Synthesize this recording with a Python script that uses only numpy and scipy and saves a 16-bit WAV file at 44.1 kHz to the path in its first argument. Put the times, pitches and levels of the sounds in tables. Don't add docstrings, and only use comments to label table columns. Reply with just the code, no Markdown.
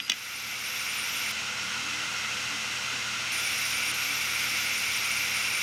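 import sys
import numpy as np
from scipy import signal
from scipy.fft import rfft, irfft
from scipy.io import wavfile

SR = 44100
rng = np.random.default_rng(int(sys.argv[2]) if len(sys.argv) > 2 else 0)


def log_audio(samples):
    frames = np.atleast_2d(samples).T
    limited = np.clip(frames, -1, 1)
    pcm = np.round(limited * 32767).astype(np.int16)
    wavfile.write(sys.argv[1], SR, pcm)


N = 247842
TIME = np.arange(N) / SR
FREQ = np.maximum(np.arange(N // 2 + 1) * SR / N, 1)
EDGE_S = 0.0036


def undb(db):
    return 10 ** (np.asarray(db) / 20)


def noise(gain, db):
    shaped = irfft(rfft(rng.standard_normal(N)) * gain, N)
    return shaped * undb(db) / shaped.std()


def colour(points):
    hz, db = np.transpose(points)
    return undb(np.interp(np.log(FREQ), np.log(hz), db))


def resonance(hz, width):
    return 1 / (1 + ((FREQ ** 2 - hz ** 2) / (FREQ * width)) ** 2)


def walk(rate):
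    return noise(1 / (1 + (FREQ / rate) ** 4), 0)


def tone(hz, db, wander_hz, flutter_db, rate):
    pitch = hz + wander_hz * walk(rate)
    phase = 2 * np.pi * (np.cumsum(pitch) / SR + rng.random())
    level = np.sqrt(2) * undb(db + flutter_db * walk(rate))
    return level * np.sin(phase)


def gate(start, end, attack_s):
    rise = (TIME - start) / attack_s
    fall = (end - TIME) / EDGE_S
    return np.clip(np.minimum(rise, fall), 0, 1)


# frequency in Hz, rms level in dB before flutter.
HUM_LINES = [(83.3, -61), (100, -74), (120.5, -56.5), (219.5, -57.5), (498.5, -60.5)]


def hum():
    return sum(tone(hz, db, wander_hz=0.33, flutter_db=0.96, rate=4.6) for hz, db in HUM_LINES)


# frequency in Hz, relative density in dB per Hz.
ROOM_COLOUR = [(20, -31), (40, -20), (70, -9.5), (105, -1), (160, -3), (190, 0.5), (235, -5), (290, 0.5),
               (360, -11.5), (700, -10), (1500, -40)]


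def room_rumble():
    return noise(colour(ROOM_COLOUR), db=-53.5)


# frequency in Hz, relative density in dB per Hz.
AIR_COLOUR = [(150, -27), (400, -10.5), (600, -10), (800, -5.5), (1050, -4.0), (1300, -1.0), (1800, -3.0),
              (2400, -0.5), (3400, -1), (4400, -4.5), (6600, -5), (7400, -10), (8700, -13.5),
              (13000, -23.5), (15800, -33.0)]
# frequency in Hz, width in Hz,
# rms level in dB before flutter.
PLATTER_MODES = [(1417, 264, -42), (2076, 290, -41.5), (2484, 160, -47.5), (2686, 410, -39),
                 (3073, 200, -46.5), (3480, 250, -59.5), (4034, 310, -51.5), (4770, 400, -51),
                 (5546, 320, -45.5), (6340, 570, -50)]


def platter():
    air = noise(colour(AIR_COLOUR), db=-35.0)
    body = 0
    for hz, width, db in PLATTER_MODES:
        body += noise(resonance(hz, width), db) * undb(1.0 * walk(rate=17))
    spindle_hz = HUM_LINES[0][0]
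    turn = 1 + 0.042 * np.sin(2 * np.pi * spindle_hz * TIME)
    return (air + body) * turn * undb(0.16 * walk(rate=15))


# (tilt per octave of the ring above 2.8 kHz, and level of the crack).
ARM_CONTACTS = [(.0015, -8, -9.5), (0.08, -16, -9), (0.0951, -14, -3), (0.0974, -0.5, -1), (0.099, -7, 1),
                (0.108, -12, -5), (0.1115, -21, -4), (0.118, -5.5, -4), (.12, -9, -3), (.131, -15, -9),
                (0.14, -21, -9)]
# frequency in Hz, relative level in dB, 60 dB decay time in seconds.
STRUCK_MODES = [(195, -34, 0.2), (279, -31.5, 0.16), (733, -31, 0.038), (1270, -24, 0.026),
                (1620, -17.5, 0.024), (2030, -15, 0.034), (2463, -9, 0.025), (2770, -7, 0.012),
                (3000, -7.5, 0.021), (3400, -12, 0.045), (3750, -13.5, 0.023), (3930, -15, 0.018),
                (4810, -14, 0.026), (5590, -5.5, 0.015), (6340, -13, 0.023), (8130, -26, 0.011),
                (12700, -25, 0.015)]


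def arm_blows():
    out = np.zeros(N)
    t = TIME[:SR // 6]
    contact = 1 - np.exp(-(t / 0.00014) ** 2)
    grit = noise(resonance(hz=3300, width=5000), db=-22.0)
    grit += noise(resonance(hz=12000, width=12000), db=-26)
    for start, db, hard_db in ARM_CONTACTS:
        detune = 1 + 0.0037 * rng.standard_normal(len(STRUCK_MODES))
        phase = 2 * np.pi * rng.random(len(STRUCK_MODES))
        ring = 0
        for k, (hz, mode_db, t60) in enumerate(STRUCK_MODES):
            tilt_db = hard_db * np.log2(max(hz / 2800, 1))
            decay = undb(mode_db + tilt_db - 60 * t / t60)
            ring += decay * np.sin(2 * np.pi * hz * detune[k] * t + phase[k])
        first = max(int(start * SR), 0)
        span = slice(first, first + len(t))
        crack = undb(hard_db - 60 * t / 0.018) * grit[span]
        out[span] += undb(db) * contact * (ring + crack)
    bass_cut = signal.butter(4, 160, "high", fs=SR, output="sos")
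    return signal.sosfilt(bass_cut, out) * undb(1.0)


# start in seconds, end in seconds.
SWEEP_SPAN = (0.008, 0.079)
# frequency in Hz, rms level in dB before flutter.
SWEEP_TONES = [(4900, -36.5), (9450, -48), (11570, -48), (12470, -54)]


def arm_sweep():
    song = sum(tone(hz, db, wander_hz=55, flutter_db=3.5, rate=140) for hz, db in SWEEP_TONES)
    return gate(*SWEEP_SPAN, EDGE_S) * song


# start in seconds, end in seconds,
# buzz and whine gain in dB, rasp gain in dB before strain, lean at the start in dB before hunting,
# run-up of the rasp in seconds before the start.
SERVO_SPELLS = [(0.135, 1.32, -0.15, -2, -4, .03), (3.316, 3.92, 0, -1, 3, 0.14),
                (3.936, 5.7, 0, -0.7, -2, .004)]


def spells():
    strain_db_per_s, lean_db_per_s = 1.24, 3
    drive, load = np.zeros(N), np.zeros(N)
    lean_db = 5.5 * walk(rate=22)
    for start, end, drive_db, rasp_db, start_lean_db, run_up_s in SERVO_SPELLS:
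        on = gate(start, end, EDGE_S)
        age = TIME - start
        drive += on * undb(drive_db)
        load += gate(start - run_up_s, end, run_up_s) * undb(rasp_db + strain_db_per_s * age)
        lean_db += on * (start_lean_db + lean_db_per_s * age)
    return drive, load, lean_db


# frequency in Hz, width in Hz,
# rms level in dB before lean and drive, share of the lean.
ARM_MODES = [(1840, 50, -53.5, 0), (2750, 150, -43.5, 0), (3450, 140, -46.5, 0), (3800, 640, -46.5, 0),
             (4780, 380, -48.5, 0), (5060, 190, -47.0, 0), (5600, 460, -41.0, 0.05),
             (6250, 60, -49.0, -0.2), (7150, 60, -59.0, 0), (9330, 220, -48.0, 0.45),
             (9490, 70, -47.0, 0.55), (10660, 100, -59.0, -0.17), (11610, 80, -60.0, -0.08),
             (11940, 340, -54.5, -0.17), (14060, 270, -61.0, 0.1), (15190, 100, -61.0, -0.37)]
# frequency in Hz, rms level in dB before flip, flutter and drive,
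# share of the flip, flutter in dB.
SINGING_MODES = [(7150, -51.5, 0, 1.3), (11553, -53, -.12, 1.8), (12468, -51.5, -.6, 2)]


def servo():
    drive, load, lean_db = spells()
    buzz = 0
    for hz, width, db, share in ARM_MODES:
        buzz += noise(resonance(hz, width), db) * undb(share * lean_db)
    flip_db = 7.6 * np.tanh(lean_db / 4.5)
    whine = 0
    for hz, db, share, flutter in SINGING_MODES:
        whine += tone(hz, db + share * flip_db, wander_hz=9.5, flutter_db=flutter, rate=47)
    fizz = noise(resonance(hz=11800, width=7900), db=-51.0)
    rasp = noise(resonance(hz=2300, width=390), db=-35.5) * undb(0.14 * lean_db)
    return drive * undb(0.5 * walk(rate=8.9)) * (buzz + whine + fizz) + load * rasp


# centre in seconds, frequency in Hz, level in dB at the centre before flutter,
# time in seconds from the centre to 1/e.
SOFT_BUMPS = [(1.68, 195, -48, 0.051), (1.822, 271, -52, 0.056), (1.947, 308, -52.5, 0.14),
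              (2.547, 292, -47, 0.018), (2.939, 275, -48, 0.013), (3.914, 312, -53, 0.045),
              (4.11, 277, -53, .06), (4.42, 286, -57, .06), (4.53, 320, -54, .04)]


def bumps():
    out = np.zeros(N)
    for centre, hz, db, length in SOFT_BUMPS:
        swell = np.exp(-((TIME - centre) / length) ** 2)
        out += tone(hz, db, wander_hz=14.4, flutter_db=1.0, rate=27.4) * swell
    return out


def scene():
    mono = hum() + room_rumble() + platter() + arm_blows() + arm_sweep() + servo() + bumps()
    return np.array([mono, mono])


def gain_control(x, limit_db, start_db, release_s):
    power = signal.lfilter([1 / 128], [1, 1 / 128 - 1], x[0] ** 2)
    over_db = np.maximum(10 * np.log10(power + 1e-12) - limit_db, 0)
    fade = np.exp(-TIME / release_s)
    cut_db = fade * np.maximum.accumulate(np.maximum(over_db / fade, start_db))
    return x * undb(-cut_db)


def record(dry):
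    held = gain_control(dry, limit_db=-19.0, start_db=10.5, release_s=0.56)
    top_cut = signal.ellip(10, 0.2, 80, 15750, fs=SR, output="sos")
    return signal.sosfilt(top_cut, held)


dry = scene()
out = record(dry)
log_audio(out)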